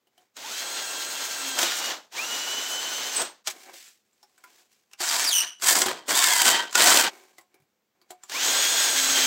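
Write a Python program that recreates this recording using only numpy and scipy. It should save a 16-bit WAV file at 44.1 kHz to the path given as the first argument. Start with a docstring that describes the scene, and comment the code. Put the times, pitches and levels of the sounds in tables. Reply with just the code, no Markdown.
"""Drilling and driving a screw in a workshop

A cordless drill bores into a board in long runs and a driver turns a screw in with short bursts.
Gear teeth whine over a rough hiss that throbs once per motor turn, the board drums along and a
slipping bit squeals. Triggers click, tools knock on the bench and sleeves rustle in the pauses.
Both channels carry the same sound."""
import sys
import numpy as np
from scipy import signal
from scipy.fft import rfft, irfft, next_fast_len
from scipy.io import wavfile
from scipy.ndimage import uniform_filter1d

SR = 44100
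rng = np.random.default_rng(int(sys.argv[2]) if len(sys.argv) > 2 else 0)


def wav_out(sig):
    """Save sig, one row per channel (or a flat mono array), as 16-bit PCM at SR to the path in sys.argv[1]."""
    wavfile.write(sys.argv[1], SR, np.round(np.clip(np.atleast_2d(sig).T, -1, 1) * 32767).astype(np.int16))


N = 408366
TOP_HZ = 15750


def undb(db):
    return 10 ** (np.asarray(db) / 20)


def walk(rate_hz, size):
    """Random levels held 1 / rate_hz s and slewed; spread near 1."""
    hold = int(SR / rate_hz)
    steps = np.repeat(rng.standard_normal(size // hold + 1), hold)
    return 1.2 * uniform_filter1d(steps, hold)[:size]


def colour(x, points, lo_hz=20., hi_hz=19900.):
    """Equalises x by (frequency [Hz], level [dB]) points between two soft edges; rms 1."""
    size = next_fast_len(len(x))
    hz = np.arange(1, size // 2 + 2) * SR / size
    point_hz, db = np.transpose(points)
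    curve = undb(np.interp(np.log(hz), np.log(point_hz), db))
    edges = 1 / np.sqrt((1 + (lo_hz / hz) ** 8) * (1 + (hz / hi_hz) ** 8))
    shaped = irfft(rfft(x, size) * curve * edges, size)[:len(x)]
    return shaped / np.sqrt(np.mean(shaped ** 2))


def automation(rows):
    """First sample and per-sample curves of a breakpoint table."""
    times, *columns = np.transpose(rows)
    i = np.arange(int(times[0] * SR), min(int(times[-1] * SR), N))
    return i[0], [np.interp(i / SR, times, column) for column in columns]


def add(out, start, x):
    out[start:start + len(x)] += x[:len(out) - start]


# Room tone EQ: (frequency [Hz], relative level [dB])
ROOM_TONE_EQ = [(18, -51), (30, -28.5), (177, -18.5), (208, -9), (237, -16), (518, -16.5), (591, -20),
                (7800, -30.5), (9000, -38.5), (11500, -37.5), (13000, -31.5), (15500, -30)]


def room_tone(level_db=-76.5):
    """The workshop's faint, steady bed of low noise."""
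    return undb(level_db) * colour(rng.standard_normal(N), ROOM_TONE_EQ)


def reflections(x, t60_s=.13, wet_db=-11):
    """The walls return a short, dark tail."""
    t = np.arange(SR // 2) / SR
    tail = colour(rng.standard_normal(len(t)), [(150, -5), (1000, 1.5), (6000, -5), (15000, -12.5)])
    tail *= 1000 ** (-t / t60_s)
    tail *= np.clip(t / .002, 0, 1) / np.sqrt(np.sum(tail ** 2))
    return undb(wet_db) * signal.fftconvolve(x, tail)[:N]


# Bench resonances, for rustle and strike: (frequency [Hz], relative level [dB], T60 [s])
WOOD_MODES = [(129, -12, 0.33), (372, 2, 0.2), (560, -9.5, 0.24), (749.4, -1, 0.28), (1050, -10.5, 0.19),
              (1580, -14, 0.83), (2220, -9, 0.14), (2299, -8.5, 0.13)]
# Hands, sleeves and sliding tools, one list per move: (time [s], hiss [dB], rumble [dB])
RUSTLE_MOVES = [
    [(0.1, -87, -86), (0.22, -68, -68), (0.34, -95, -95)],
    [(3.5, -31, -68), (3.54, -54, -52), (3.64, -51.5, -60), (3.694, -54, -45.5), (3.725, -59, -55),
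     (3.74, -45.5, -59), (3.89, -53.5, -75), (3.96, -66, -87), (4.05, -83, -87)],
    [(4.05, -77, -89), (4.42, -70, -72), (4.48, -62, -65), (4.6, -59, -66.5), (4.69, -74.5, -80),
     (4.725, -63, -79.5), (4.8, -73, -82), (4.99, -84, -88)],
    [(7.09, -60, -54), (7.136, -54.5, -50.5), (7.334, -68, -68.5), (7.476, -80, -87), (7.556, -81, -67),
     (7.8, -90, -100)],
    [(7.95, -85, -77.5), (8.22, -76, -71), (8.245, -62, -75), (8.29, -63, -80)],
]


def rustle():
    """Cloth and tools drag over the bench: grainy hiss, and a rumble in the modes of the wood."""
    out = np.zeros(N)
    cloth_eq = [(1500, 1.5), (4000, 2), (7800, 2.5), (9500, -6.5), (15000, -6)]
    wood_eq = sorted((hz * ratio, db / 2 + skirt_db) for hz, db, _ in WOOD_MODES
                     for ratio, skirt_db in ((.92, -7), (1, 0), (1.08, -7)))
    for move in RUSTLE_MOVES:
        start, (hiss_db, rumble_db) = automation(move)
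        grains = undb(1.6 * walk(260, len(hiss_db))) * rng.standard_normal((2, len(hiss_db)))
        hiss = colour(grains[0], cloth_eq, 1500)
        rumble = colour(grains[1], wood_eq, 270, 2200)
        add(out, start, undb(hiss_db) * hiss + undb(rumble_db) * rumble)
    return out


def strike(out, time_s, level_db, ring_hz, thud_hz, thud_db, t60_s):
    """Adds one hit: a soft swell, a wide crack, the tool's ring and a thud in the wood."""
    t = np.arange(SR // 4) / SR
    fade = lambda t60: 1000 ** (-t / t60)
    crack_noise, ring_noise, scatter, thump_noise, swell_noise = rng.standard_normal((5, len(t)))
    # hard blows crack brighter, light taps ring more
    crack = colour(crack_noise, DRIVER_EQ, 640, 40000 * undb(.27 * level_db))
    crack *= .57 * fade(.016) + .17 * fade(t60_s)
    ring = colour(ring_noise, [(ring_hz / 1.2, -25), (ring_hz, 0), (ring_hz * 1.2, -25)])
    ring *= undb(-18.5 - .2785 * level_db) * fade(t60_s)
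    modes = np.zeros(len(t))
    for (hz, db, mode_t60), gain, detune in zip([*WOOD_MODES, (thud_hz, -2, .08)], scatter, scatter[50:]):
        mode_db = db + 4 * gain - 9 * abs(np.log2(hz / thud_hz))  # favours the struck spot's pitch
        tone = np.sin(2 * np.pi * hz * (1 + .04 * detune) * t)
        modes += undb(mode_db) * tone * fade(min(mode_t60, 2.2 * t60_s))
    thump_eq = [(thud_hz / 10, -50), (thud_hz / 2.5, -20), (thud_hz, 0), (thud_hz * 2.5, -12)]
    thump = .6 * colour(thump_noise, thump_eq) * fade(t60_s)
    thud = undb(thud_db + 3) * (modes / np.abs(modes).max() + thump)
    attack = 1 - np.exp(-t / .0008)
    start, lead = int(time_s * SR), int(.03 * SR)
    add(out, start, undb(level_db) * (crack + ring + thud) * attack)
    swell = colour(swell_noise[:lead], DRIVER_EQ, 800) * fade(.051)[lead - 1::-1]
    add(out, start - lead, undb(level_db - 21) * swell)


# Trigger pulls: (time [s], click [dB], jolt lag [s], jolt [dB], ring [Hz])
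TRIGGER_PULLS = [(4.913, -51, 0.02, -34, 2650), (5.598, -38, 0.024, -18, 4500),
                 (6.081, -23, 0.026, -10, 2190), (6.727, -21.5, .026, -2, 7190),
                 (8.296, -25.5, 0.023, -22, 4830)]


def triggers():
    """The switch clicks, then the gears jolt."""
    out = np.zeros(N)
    for time_s, click_db, _, _, ring_hz in TRIGGER_PULLS:
        strike(out, time_s, click_db, ring_hz, thud_hz=1100, thud_db=-15, t60_s=.035)
    for time_s, _, lag_s, jolt_db, ring_hz in TRIGGER_PULLS:
        strike(out, time_s + lag_s, jolt_db, ring_hz, thud_hz=1560, thud_db=-16, t60_s=.035)
    return out


# Hits, mostly knocks of tools and a few trigger clicks: (time [s], level [dB], ring [Hz], thud [Hz], relative
# thud level [dB])
HITS = [(0.07, -69, 2970, 452, 4), (0.178, -54, 3130, 710, -3), (0.367, -29.5, 4000, 690, -35),
        (1.588, -11, 3170, 1585, -11.5), (1.629, -11, 3450, 746, -12), (2.123, -46, 5520, 1670, -11),
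        (3.217, -16, 8300, 678, -14.5), (3.472, -12.5, 6350, 900, -35),
        (3.478, -16, 3580, 1820, -16.5), (3.733, -47.5, 5000, 685, 0), (3.878, -44, 7200, 458, -31),
        (4.13, -64, 7500, 900, -13), (4.229, -48, 5400, 824, -6), (4.378, -53, 7800, 1560, -4),
        (4.438, -48, 2150, 1430, 3), (5.004, -20, 4720, 1100, -11), (5.636, -17.5, 6000, 1586, -11),
        (5.753, -8.5, 7000, 1830, -18.5), (5.817, -5, 7800, 1000, -19), (5.837, -21, 7280, 1617, -12),
        (5.861, -14, 2860, 393, -11), (6.062, -43.5, 3500, 1000, -30), (6.454, -5, 3040, 754, -18.5),
        (6.479, -5, 2093, 940, -15.5), (6.709, -34, 7180, 966, -13.5), (6.777, -12, 7590, 1590, -14.5),
        (7.382, -40.5, 1994, 750, -5), (7.41, -55.5, 7600, 810, 0), (7.542, -58, 2300, 320, 1.5),
        (7.6, -78.5, 2300, 140, 12), (7.62, -80, 2300, 140, 13), (8.015, -57.5, 4540, 1050, -3),
        (8.105, -34, 7500, 660, -3.5), (8.235, -36.5, 7290, 1160, -15.5)]


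def knocks():
    """Tool, bit and bench knock together; a few of the hits are trigger clicks."""
    out = np.zeros(N)
    for hit in HITS:
        strike(out, *hit, t60_s=.068)
    return out


# Slips of the bit: (time [s], first pitch [Hz], settled pitch [Hz], level [dB], overtone trim [dB],
# hold [s], sag during the hold [dB/s], fall after it [dB/s])
BIT_SLIPS = [(3.165, 8100, 8180, -24, 0, 0.042, 148, 298),
             (5.215, 6500, 6300, -28.5, -16.5, .005, 98.5, 602),
             (5.26, 5600, 4620, -21, -4, .036, 20, 3000), (5.312, 3814, 2954, -21.5, 5, 0.074, 82, 171.5)]
# Squeal harmonics, fundamental first: (relative level [dB])
SQUEAL_HARMONICS = [0.5, 0, -5, -10, -10]


def squeal(glide_s=.012, rise_db_per_s=800):
    """Steel sticks and slips on steel: a rough, fluttering stack that glides onto its pitch."""
    out, t = np.zeros(N), np.arange(-SR // 30, SR // 3) / SR
    sliding = np.exp(-np.maximum(t, 0) / glide_s)
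    for time_s, first_hz, settled_hz, level_db, overtones_db, hold_s, sag, fall in BIT_SLIPS:
        hz = settled_hz + (first_hz - settled_hz) * sliding
        db = level_db + rise_db_per_s * np.minimum(t, 0)
        db -= sag * np.clip(t, 0, hold_s) + fall * np.maximum(t - hold_s, 0)
        # weaker and purer while the pitch still slides
        db -= 8 * np.sqrt(sliding)
        bright_db = overtones_db - 7 * np.sqrt(sliding)
        wobble = 1 + .028 * walk(1300, len(t)) + .01 * walk(300, len(t))
        phase = 2 * np.pi * np.cumsum(hz * wobble) / SR
        stack = np.zeros(len(t))
        for k, harmonic_db in enumerate(SQUEAL_HARMONICS, 1):
            tilt_db = .21 * (k - 1) * np.minimum(db + 24, 0)  # overtones die first as the slip weakens
            gain = undb(harmonic_db + bright_db * (k > 1) + tilt_db)
            stack += gain * np.sin(k * phase) * (k * hz < TOP_HZ)
        flutter_db = 3.5 * walk(700, len(t)) + 2.5 * walk(150, len(t))
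        add(out, int((time_s + t[0]) * SR), np.sqrt(2) * undb(db + flutter_db) * stack)
    return out


def gear_hiss(hz, eq, bands, throb, grit_db, flicker_db):
    """Noise throbbing at hz, roughened by chips; bands (low [Hz], high [Hz], level [dB]) flicker apart."""
    n = len(hz)
    phase = 2 * np.pi * np.cumsum(hz) / SR
    rough = (1 + throb * np.cos(phase)) * undb(grit_db * walk(500, n))
    return sum(undb(db + flicker_db * walk(30, n)) * colour(rough * rng.standard_normal(n), eq, lo, hi)
               for lo, hi, db in bands)


def whine(hz, wobble, flutter_db):
    """One tone, rms near 1, that wanders in pitch and flutters in strength."""
    phase = 2 * np.pi * np.cumsum(hz * (1 + wobble * walk(600, len(hz)))) / SR
    return np.sqrt(2) * undb(flutter_db * walk(60, len(hz))) * np.sin(phase)


def motor_run(rows, fall_db_per_s, rise_db_per_s=1300, depth_db=45, dull_lead_s=.071, dull_s=.095):
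    """Fades a run in and out; returns first sample, time, how far the sound has dulled as the run ends (0-1),
    curves."""
    first, last = list(rows[0]), list(rows[-1])
    first[0] -= depth_db / rise_db_per_s
    last[0] += depth_db / fall_db_per_s
    first[2] -= depth_db
    last[2] -= depth_db
    start, curves = automation([first, *rows, last])
    t = (start + np.arange(len(curves[0]))) / SR
    stop_s = rows[-1][0]
    stops = stop_s < N / SR - dull_lead_s  # a run that lasts to the end stays bright
    dull = stops * (1 - np.exp(-np.maximum(t - stop_s + dull_lead_s, 0) / dull_s))
    return start, t, dull, curves


# Driving, one list per burst: (time [s], gear mesh [Hz], growl [dB], relative board drum [dB])
DRIVER_BURSTS = [
    [(5.008, 1086, -30, -19), (5.1, 1165, -26, -15), (5.25, 1155, -26, -10.5), (5.3, 1162, -30.5, -11),
     (5.345, 1122, -33, -26), (5.44, 1164, -32.5, -19.5)],
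    [(5.625, 1648, -34, -8.5), (5.69, 1810, -19.5, -10), (5.73, 1727, -22.5, -4),
     (5.748, 1770, -30.5, -1.5), (5.77, 1706, -23.5, 2.5), (5.84, 1664, -31.5, -0.5),
     (5.89, 1580, -26.5, -5)],
    [(6.092, 1505, -25.5, 1), (6.14, 1693, -27.5, -1), (6.17, 1840, -20.5, -14.5), (6.3, 1684, -22.5, -15),
     (6.42, 1562, -20, -12), (6.442, 1553, -26.5, -5.5), (6.47, 1553, -19.5, -5), (6.58, 1543, -21.5, -12)],
    [(6.76, 1545, -29, 0), (6.785, 1538, -17, -4.5), (6.9, 1540, -15, -7), (7.01, 1563, -18.5, -5.5),
     (7.035, 1562, -22, -8), (7.082, 1570, -21.5, -9.5)],
]
# Trims on the growl and release, per burst: (grinding [dB], fan air [dB], mesh whine [dB], fall [dB/s])
BURST_MIX = [(4, -6, -10, 228), (5, 1.5, -3, 185), (2.5, -2.5, -1, 186.5), (1.5, -4, -7, 1100)]
# EQ of the growl, also of each strike's crack and swell: (frequency [Hz], relative level [dB])
DRIVER_EQ = [(35, -70), (60, -35.5), (343, -5), (423, -8.5), (756, -4.5), (849, -9.5), (976, -2.5),
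             (2530, -3.5), (7720, 0), (9970, -15), (15500, -16)]
# Gear whine: (pitch [x mesh], wobble [share of pitch], relative level [dB])
DRIVER_PARTIALS = [(.6, .04, -16), (1, .03, -12), (1.25, .02, -13), (2, .035, -11), (3, .04, -20),
                   (5, .04, -18)]
# Rattling modes of frame and bit: (frequency [Hz], width [Hz], relative level [dB])
FRAME_MODES = [(728, 79, -2.5), (940, 79, 0.5), (1637, 230, 4.5), (3146, 37, -1.5), (4740, 170, -0.5),
               (8070, 830, -5.5)]


def driver():
    """A loaded gear train growls and grinds while the screw rattles the frame."""
    out = np.zeros(N)
    for burst, (grind_db, air_db, mesh_db, fall) in zip(DRIVER_BURSTS, BURST_MIX):
        start, _, dull, (hz, growl_db, board_db) = motor_run(burst, fall)
        grind_db = grind_db - 13 * dull  # at the stop the treble sinks and the low end swells
        bands = [(1220, 4400, -5), (20, 1080, board_db + 9.5 * dull - 5.5),
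                 (4000, 11300, grind_db - 7), (8700, 32000, air_db - 23 * dull)]
        growl = gear_hiss(hz, DRIVER_EQ, bands, throb=.1, grit_db=2.7, flicker_db=.8)
        treble_db = lambda f: grind_db * (f > 4200)  # high tones ride with the grinding
        teeth = sum(undb(db + mesh_db + treble_db(k * hz)) * whine(k * hz, wobble, flutter_db=3.5)
                    for k, wobble, db in DRIVER_PARTIALS)
        rattle = sum(undb(db - 17.5 + treble_db(f)) * whine(np.full(len(hz), f), width / f, flutter_db=4)
                     for f, width, db in FRAME_MODES)
        add(out, start, undb(growl_db) * (growl + teeth + rattle))
    return out


# The drill leans on the board: (start [s], end [s], relative hum level [dB])
HUM_SPANS = [(1.432, 1.513, -18.5), (8.99, 9.3, -24.5)]


def board_hum(t, turn_hz, idle_db=-40, edge_db_per_s=122.5):
    """The board hums at the motor's turn rate, louder when the drill bears on it."""
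    hum_db = np.full(len(t), idle_db)
    for start_s, end_s, db in HUM_SPANS:
        outside_s = np.abs(t - np.clip(t, start_s, end_s))
        hum_db = np.maximum(hum_db, db - edge_db_per_s * outside_s)
    return undb(hum_db) * whine(turn_hz, .003, flutter_db=1)


# Boring, one list per run: (time [s], motor turns [Hz], level [dB], relative commutator whine [dB])
DRILL_RUNS = [
    [(0.372, 102, -42, -32), (0.42, 120.3, -38, -25), (0.47, 168.4, -35.5, -24), (0.53, 257, -32, -16),
     (0.61, 270, -31.5, -8), (0.7, 273.5, -31.5, -14), (1.4, 271.4, -31, -19.5), (1.56, 268.6, -29.5, -8),
     (1.62, 257.2, -21.5, -23), (1.7, 242.5, -27, -17), (1.8, 240.4, -29.5, -14),
     (1.915, 243.7, -27.5, -10)],
    [(2.125, 117.3, -43.5, -30), (2.176, 185, -31, -16), (2.228, 226, -31, -4.5), (2.27, 241.5, -30, -9),
     (2.4, 244.5, -30, -7.5), (2.75, 251.8, -30.5, -9), (3.0, 253.8, -30.5, -10), (3.13, 255.8, -31, -22.5),
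     (3.215, 248, -26, -25)],
    [(8.3, 120, -42.5, -24), (8.352, 181.6, -26.5, -15), (8.42, 258.7, -23.5, -20), (8.5, 271, -22, -14),
     (8.7, 276.2, -21.5, -12), (8.94, 271, -21.5, -16), (9.1, 265, -21, -19), (9.26, 262.3, -20, -8.5)],
]
# Trims on each run's level: (board drum [dB], fan air [dB], mesh whine [dB])
RUN_MIX = [(-11.5, -6.5, -17), (-11, -7.5, -18.5), (-14.5, -6.5, -18.5)]
# EQ of the gear hiss: (frequency [Hz], relative level [dB])
DRILL_EQ = [(35, -73.5), (60, -45), (220, -23.5), (266, -17), (1200, -8), (1550, -1.5), (2530, -3.5),
            (3270, -0.5), (5080, -3.5), (6710, -7), (10200, -26.5), (15500, -22)]
# Further whine: (pitch [x turn rate], wobble [share of pitch], trim in run 1 [dB], 2 [dB], 3 [dB])
DRILL_PARTIALS = [(5.02, 0.0032, -19.5, -34, -25.5), (9.89, 0.0025, -18.5, -24, -32),
                  (11.24, .005, -26.5, -19, -41), (12.87, 0.0054, -23.5, -25, -15),
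                  (15.15, 0.0038, -15, -33, -16.5), (16.46, 0.007, -20.5, -20, -25),
                  (23.96, 0.005, -17, -18, -29), (24.46, .04, -25.5, -27, -11.5),
                  (24.55, 0.0046, -17.5, -12.5, -12.5), (29.7, 0.04, -13.5, -12.5, -10.5)]


def drill(housing_hz=872.4, housing_width_hz=85.2):
    """Gear hiss, board and fan under the whine of commutator and gear teeth."""
    out = np.zeros(N)
    for run, (rows, (board_db, air_db, mesh_db)) in enumerate(zip(DRILL_RUNS, RUN_MIX)):
        start, t, dull, (hz, level_db, commutator_db) = motor_run(rows, fall_db_per_s=209.5)
        bands = [(1200, 26400, -4.5), (19.44, 1054, board_db + 6 * dull),
                 (7660, 16700, air_db - 10 * dull)]
        hiss = gear_hiss(hz, DRILL_EQ, bands, throb=.057, grit_db=.7, flicker_db=1.32)
        teeth = sum(undb(db[run]) * whine(k * hz, wobble, flutter_db=2.5)
                    for k, wobble, *db in DRILL_PARTIALS)
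        teeth *= (hz / hz.max()) ** 4  # these sing only near full speed
        commutator = undb(commutator_db) * whine(12 * hz, .0026, flutter_db=4)
        mesh_hz = 5.85 * hz
        # the mesh whine swells as it sweeps through the housing's resonance
        housing_db = 8 * np.exp(-((mesh_hz - housing_hz) / housing_width_hz) ** 2)
        mesh = undb(mesh_db + housing_db) * whine(mesh_hz, .016, flutter_db=3)
        tones = undb(-10 * dull) * (teeth + commutator + mesh)
        add(out, start, undb(level_db) * (hiss + tones + board_hum(t, hz)))
    return out


def scene():
    """Mono mix on two channels; only hits and squeals feed the reverb."""
    accents = triggers() + knocks() + squeal()
    room = reflections(accents) + room_tone()
    return np.tile(room + accents + drill() + driver() + rustle(), (2, 1))


def record(dry, ceiling=.62):
    """Rounds the loudest peaks, rolls off the bass and cuts the top steeply."""
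    rounded = dry / (1 + (dry / ceiling) ** 4) ** .25
    thin = signal.sosfilt(signal.butter(2, 70, "high", fs=SR, output="sos"), rounded)
    return signal.sosfilt(signal.ellip(10, .2, 85, TOP_HZ, fs=SR, output="sos"), thin)


dry = scene()
out = record(dry)
wav_out(out)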